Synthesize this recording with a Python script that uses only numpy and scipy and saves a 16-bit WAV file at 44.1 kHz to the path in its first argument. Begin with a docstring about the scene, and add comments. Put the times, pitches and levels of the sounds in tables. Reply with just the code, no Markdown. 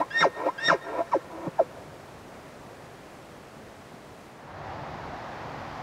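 """An elk chuckles by a forest

A bull elk calls in a meadow. Each push of air is a yelp that plunges through the resonances of his
long throat, the first two led in by a thin whistle. Before each yelp he sucks in air with a honk.
The trees echo faintly. Then the quiet meadow fades into a louder, duller rush of distant traffic."""
import sys
import numpy as np
from scipy import signal
from scipy.fft import rfft, irfft
from scipy.io import wavfile

SR = 44100
rng = np.random.default_rng(int(sys.argv[2]) if len(sys.argv) > 2 else 0)


def put_to_file(sound):
    """Save the sound as 16-bit audio at rate SR, in the file named by the first command-line argument."""
    columns = np.atleast_2d(sound).T  # one column per channel
    safe = np.clip(columns, -1, 1)
    whole_steps = np.round(safe * 32767)
    wavfile.write(sys.argv[1], SR, whole_steps.astype(np.int16))


N = 256662
TIME = np.arange(N) / SR

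# The quiet air of the meadow: frequency_hz, level_db
MEADOW_SPECTRUM = [(15, -44), (25, -17.5), (144, -2.5), (178, -5.5), (281, -6), (305, -6.5), (331, -6),
                   (433, -6), (648, -6.5), (702, -7), (871, -10), (1950, -17.5), (3080, -24.5),
                   (8340, -32.5), (15500, -42.5)]
# How the meadow's low rumble rises and falls: time_s, level_db
MEADOW_RUMBLE = [(0, -3.5), (.7, -6), (1.3, 0), (2.5, 0.5), (4.3, -0.5)]
# Breaths in, each a moan that flips to a honk:
# flip_s, moan_length_s, first_pitch_hz, last_pitch_hz, honk_pitch_hz, moan_db, honk_db, air_db
PULLS = [(.007, 0.16, 403, 537, 1067, -19, -39, -29.5), (0.481, 0.13, 390, 555, 1045, -23.5, -26, -31),
         (1.003, .17, 363.6, 533.8, 673, -29, -24.5, -33.5), (1.471, 0.18, 320, 333.8, 145, -40, -20, -40)]
# Air rushing in: frequency_hz, level_db
IN_AIR_SPECTRUM = [(60, -23), (200, -15), (310, 1.5), (600, 12.5), (1000, 11.5), (1500, -5), (2300, -11.5),
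                   (3500, -16.5), (7000, -25), (15000, -33)]
# Pitches at which the throat rings: frequency_hz, width_hz, level_db
THROAT_RESONANCES = [(168, 79, -8.5), (330.4, 87, 3.5), (420, 130, -6), (533.7, 42, 3), (679.7, 43, -3),
                     (858, 44, -2.5), (980, 76, -0.5), (1077, 151, 0), (1352, 107, -3), (1588, 43, 3),
                     (1865, 40, 5), (2100, 31, 4), (2310, 260, -0.5), (2880, 150, 1.5), (3870, 280, -6.5),
                     (4820, 99, -1.5), (5500, 500, -10)]
# Pitches that the nose and other side cavities swallow: frequency_hz, width_hz
CAVITY_NOTCHES = [(222, 91), (490, 12), (1180, 150), (1510, 45), (1700, 61), (1990, 170), (2960, 160)]
# Whistles: start_s, length_s, swell_db, swell_width_s, shrill_db
WHISTLES = [(0.101, 0.12, -27, 0.019, -30), (0.577, 0.11, -43.5, 0.035, -28.5)]
# The whistle's overtones, at 2 to 5 times its pitch: level_db
OVERTONES_DB = [0, -4.5, -22, -33]
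# Breaths out: start_s, plunge_s, top_pitch_hz, bottom_pitch_hz, peak_after_s, width_s, tone_db, air_db
YELPS = [(.2, 0.037, 2154, 345.6, 0.041, 0.03, -11.5, -27), (.675, .04, 1983, 327.3, 0.03, 0.041, -13, -26),
         (1.113, .034, 1208, 238, 0.029, 0.019, -14, -40), (1.58, 0.03, 832.4, 273, 0.016, .014, -11, -47)]
# Air rushing out: frequency_hz, level_db
OUT_AIR_SPECTRUM = [(60, -16), (160, 7), (250, -2), (600, 5), (1200, 5), (2300, -11), (3200, -15),
                    (6000, -10.5), (9000, -27), (15000, -59)]
# Distant traffic: frequency_hz, level_db
TRAFFIC_SPECTRUM = [(18, -44), (30, -15), (75, -3), (152, 0.5), (182, -6), (263, -5), (420, -7.5),
                    (767, -0.5), (1230, -7.5), (1820, -11.5), (2910, -21.5), (4780, -26), (6530, -33.5),
                    (8490, -43), (15500, -49.5)]


def undb(db):
    """Turn decibels into a number to multiply by."""
    return 10 ** (np.asarray(db) / 20)


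def unit(x):
    """Scale a signal to an average strength (rms) of 1."""
    return x / np.sqrt(np.mean(x ** 2))


def bump(t, width):
    """A smooth hill that reaches 1 at t = 0."""
    return np.exp(-(t / width) ** 2)


def gate(t, attack_s, length_s, release_s):
    """Rise from t = 0, hold until length_s, then die away."""
    return np.clip(t / attack_s, 0, 1) * np.exp(-np.maximum(t - length_s, 0) / release_s)


def colour(x, spectrum):
    """Shape the bass and treble along (frequency_hz, level_db) points."""
    hz, db = np.transpose(spectrum)
    bins = np.maximum(np.fft.rfftfreq(N, 1 / SR), 1)
    return irfft(rfft(x) * undb(np.interp(np.log(bins), np.log(hz), db)), N)


def wander(rate_hz):
    """A smooth random wobble of strength 1 that changes about rate_hz times a second."""
    bins = np.fft.rfftfreq(N, 1 / SR)
    return unit(irfft(rfft(rng.standard_normal(N)) * np.exp(-(bins / rate_hz) ** 2), N))


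def far_noise(spectrum, flicker_db, bass_db, treble_db=0):
    """A steady, faraway rush in bands an octave wide; the low bands flicker most."""
    noise = rfft(unit(colour(rng.standard_normal(N), spectrum)))
    octave = np.log2(np.clip(np.fft.rfftfreq(N, 1 / SR), 32, 16384))
    out = 0
    for k in range(5, 15):
        band = irfft(noise * np.maximum(1 - abs(octave - k), 0), N)
        lowness = min(1, 2 ** (8 - k))
        highness = min(1, 2 ** (k - 12))
        flicker = flicker_db * wander(9.7) * np.sqrt(lowness)
        out = out + band * undb(flicker + bass_db * lowness + treble_db * highness)
    return out


def meadow(settle_db_per_s=0.38):
    """Quiet open air over a low rumble, slowly getting softer."""
    rumble_db = np.interp(TIME, *np.transpose(MEADOW_RUMBLE))
    air = far_noise(MEADOW_SPECTRUM, flicker_db=1.0, bass_db=rumble_db)
    return undb(-44.8 - settle_db_per_s * TIME) * air


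def pull(flip_s, length_s, first_hz, last_hz, honk_hz, moan_db, honk_db, air_db):
    """Pitch, tone strength and air strength of a breath in: a growing moan flips to a honk and stops."""
    t = TIME - flip_s
    progress = np.clip(1 + t / length_s, 0, 1)
    moan_hz = first_hz + (last_hz - first_hz) * progress
    flipped = (1 + np.tanh(t / 0.0048)) / 2
    hz = moan_hz + (honk_hz - moan_hz) * flipped
    moan = undb(moan_db) * progress ** 0.89
    honk = undb(honk_db) * bump(t - 0.0037, 0.0087)
    surge = undb(-3) * bump(t + 0.014, 0.01)  # extra air just before the flip
    air = undb(air_db) * (progress ** 0.48 + surge)
    stop = np.exp(-np.maximum(t - 0.0078, 0) / 0.011)
    return hz, stop * (moan + honk), stop * air


def voice(call, air, fold_hz, fold_db, growl, jitter, rough):
    """Heavy vocal folds shake a gliding tone and rushing air, and add a low note of their own."""
    hz, tone_gain, air_gain = call
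    phase = 2 * np.pi * np.cumsum(hz * (1 + jitter * wander(222))) / SR
    folds = np.sin(2 * np.pi * np.cumsum(fold_hz * (1 + 0.027 * wander(55))) / SR)
    # at the lowest pitches the tone turns into a buzzing grunt
    buzz = undb(-4) * bump(hz, 250) * np.sin(3 * phase)
    tone = (np.sin(phase) + undb(-22.5) * np.sin(2 * phase) + buzz) * (1 + rough * wander(244))
    # a slack, low-pitched throat makes a duller rush
    dull = colour(air, [(2200, 2.0), (3500, -6)])
    rush = dull + np.clip(hz / 1100, 0, 1) * (air - dull)
    shaken = (np.sqrt(2) * tone_gain * tone + air_gain * rush) * (1 + growl * folds)
    # the folds' note comes out more once the air flows strongly
    drive = (1.61 + np.tanh(3 * (air_gain / undb(-31) - 1))) / 2
    return shaken + undb(fold_db) * air_gain * drive * folds


def throat(x, leak_db):
    """A long tube that rings on after the pitch slides past each resonance; some sound leaks by."""
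    x = x + 1e-18  # a tiny offset keeps the filters fast during silence
    out = undb(leak_db) * x
    for k, (hz, width_hz, db) in enumerate(THROAT_RESONANCES):
        ring = signal.lfilter(*signal.iirpeak(hz, hz / width_hz, fs=SR), x)
        out = out + (-1) ** k * undb(db) * ring  # neighbours swing opposite ways
    for hz, width_hz in CAVITY_NOTCHES:
        out = signal.lfilter(*signal.iirnotch(hz, hz / width_hz, fs=SR), out)
    # the mouth is too small to send out deep bass
    return signal.sosfilt(signal.butter(2, 95, "high", fs=SR, output="sos"), out)


def chuckle(calls, air_spectrum, leak_db, **voice_settings):
    """A series of breaths passes the vocal folds and rings the throat."""
    air = colour(rng.standard_normal(N), air_spectrum)
    air = air / np.std(throat(air, leak_db))
    source = sum(voice(call, air, **voice_settings) for call in calls)
    return throat(source, leak_db)


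def whistle(start_s, length_s, swell_db, swell_width_s, shrill_db):
    """A thin tone rings the throat and turns shrill as the push grows; a faint second whistle joins."""
    pitch_hz, second_hz = 1824.3, 2725
    scoop_hz, creep_hz_per_s, sag_hz = 225.4, 263, 180
    t = TIME - start_s
    age = np.clip(t, 0, length_s)
    on = gate(t, 0.004, length_s, release_s=0.01)
    # the pitch scoops up, creeps higher and sags as it breaks off
    scoop = bump(age, 0.029)
    sag = 1 - bump(np.maximum(t - length_s, 0), 0.015)
    hz = pitch_hz + creep_hz_per_s * age - scoop_hz * scoop - sag_hz * sag
    wobble = (0.0013 + 0.0081 * scoop) * wander(84) + 0.0038 * wander(1000)
    phase = 2 * np.pi * np.cumsum(hz * (1 + wobble)) / SR
    flutter = 1 + (0.17 + 0.26 * scoop) * wander(390)  # hoarsest at the start
    # the pure tone swells first, the overtones and the hiss just before the end
    pure = (undb(-32.5) + undb(swell_db) * bump(t - 0.067, swell_width_s)) * np.sin(phase)
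    push = bump(t - length_s + 0.012, 0.026)
    overtones = sum(undb(db) * np.sin(k * phase) for k, db in enumerate(OVERTONES_DB, 2))
    shrill = (undb(-51) + undb(shrill_db) * push) * overtones
    second_swell = np.sin(np.pi * (age / length_s) ** 0.73)
    second_phase = 2 * np.pi * np.cumsum(second_hz * (1 + 0.01 * wander(180))) / SR
    # both whistles share one air stream, so a hard push mixes them into extra tones
    mixing = 1 + 2 * undb(-12) * push * (np.sin(phase) + np.sin(2 * phase))
    second = undb(-48) * second_swell * np.sin(second_phase) * mixing
    air = undb(shrill_db) * bump(t - length_s + 0.013, 0.056) * hiss()
    rung = throat(on * flutter * pure, leak_db=-27)
    return np.sqrt(2) * (rung + on * (flutter * shrill + second)) + on * air


def hiss():
    """Air tears past the whistling edge."""
    spectrum = [(1500, -26), (2300, -5), (3000, 3.5), (3600, -20), (4300, 4), (5400, 7),
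                (6800, -7.5), (8200, -1), (10500, -37), (15000, -31)]
    return undb(-19) * unit(colour(rng.standard_normal(N), spectrum))


def yelp(start_s, plunge_s, top_hz, bottom_hz, peak_after_s, width_s, tone_db, air_db):
    """Pitch, tone strength and air strength of a breath out: the pitch dives as the throat slackens."""
    attack_s = 0.0051
    t = TIME - start_s
    hz = bottom_hz + (top_hz - bottom_hz) * bump(np.maximum(t, 0), plunge_s)
    tone = gate(t, attack_s, 1.78 * plunge_s, release_s=0.0087) * bump(t - peak_after_s, width_s)
    leak = undb(-11.5) * bump(t, 0.071) * (t < attack_s)  # a little air escapes ahead of the yelp
    rush = gate(t, attack_s, 1.37 * plunge_s, release_s=0.016)
    return hz, undb(tone_db) * tone, undb(air_db) * np.maximum(leak, rush)


def forest(x, decay_s=2.0, build_s=0.18, echo_delay_s=0.18):
    """Trunks scatter the sound into a long, faint tail; the forest's edge returns one blurred echo."""
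    t = TIME[:2 * SR]
    tail = unit(rng.standard_normal(len(t))) * 1000 ** (-t / decay_s) * (1 - np.exp(-t / build_s))
    edge = rng.standard_normal(len(t)) * bump(t - echo_delay_s, 0.031)
    response = undb(-30) * tail / np.linalg.norm(tail) + undb(-31) * edge / np.linalg.norm(edge)
    spectrum = [(150, -2), (400, 9), (650, 4), (1150, 9), (1900, 7.5), (3700, 0.5), (9000, -7)]
    return colour(signal.fftconvolve(x, response)[:N], spectrum)


def traffic(start_s, brighten_db_per_s=2.5):
    """The dull rush of distant traffic, slowly growing brighter."""
    treble_db = -3.1 + brighten_db_per_s * (TIME - start_s)
    return undb(-38.3) * far_noise(TRAFFIC_SPECTRUM, flicker_db=0.8, bass_db=1.0, treble_db=treble_db)


def scene(fade_start_s=4.27, fade_length_s=0.4):
    """The elk and his echo over the meadow, which then gives way to traffic."""
    whistles = sum(whistle(*row) for row in WHISTLES)
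    yelps = chuckle([yelp(*row) for row in YELPS], OUT_AIR_SPECTRUM, leak_db=-13,
                    fold_hz=169.9, fold_db=-11.5, growl=0.33, jitter=0.0254, rough=0.24)
    pulls = chuckle([pull(*row) for row in PULLS], IN_AIR_SPECTRUM, leak_db=-11.5,
                    fold_hz=306.7, fold_db=0.0, growl=0.2, jitter=0.039, rough=0.11)
    elk = pulls + whistles + yelps
    fade = np.clip((TIME - fade_start_s) / fade_length_s, 0, 1)
    background = (1 - fade) * meadow() + fade * traffic(fade_start_s)
    return (elk + forest(elk) + background)[None]


def record(dry, top_hz=15700):
    """Cut away the very highest treble."""
    return signal.sosfilt(signal.ellip(12, 0.1, 80, top_hz, fs=SR, output="sos"), dry)


dry = scene()
out = record(dry)
put_to_file(out)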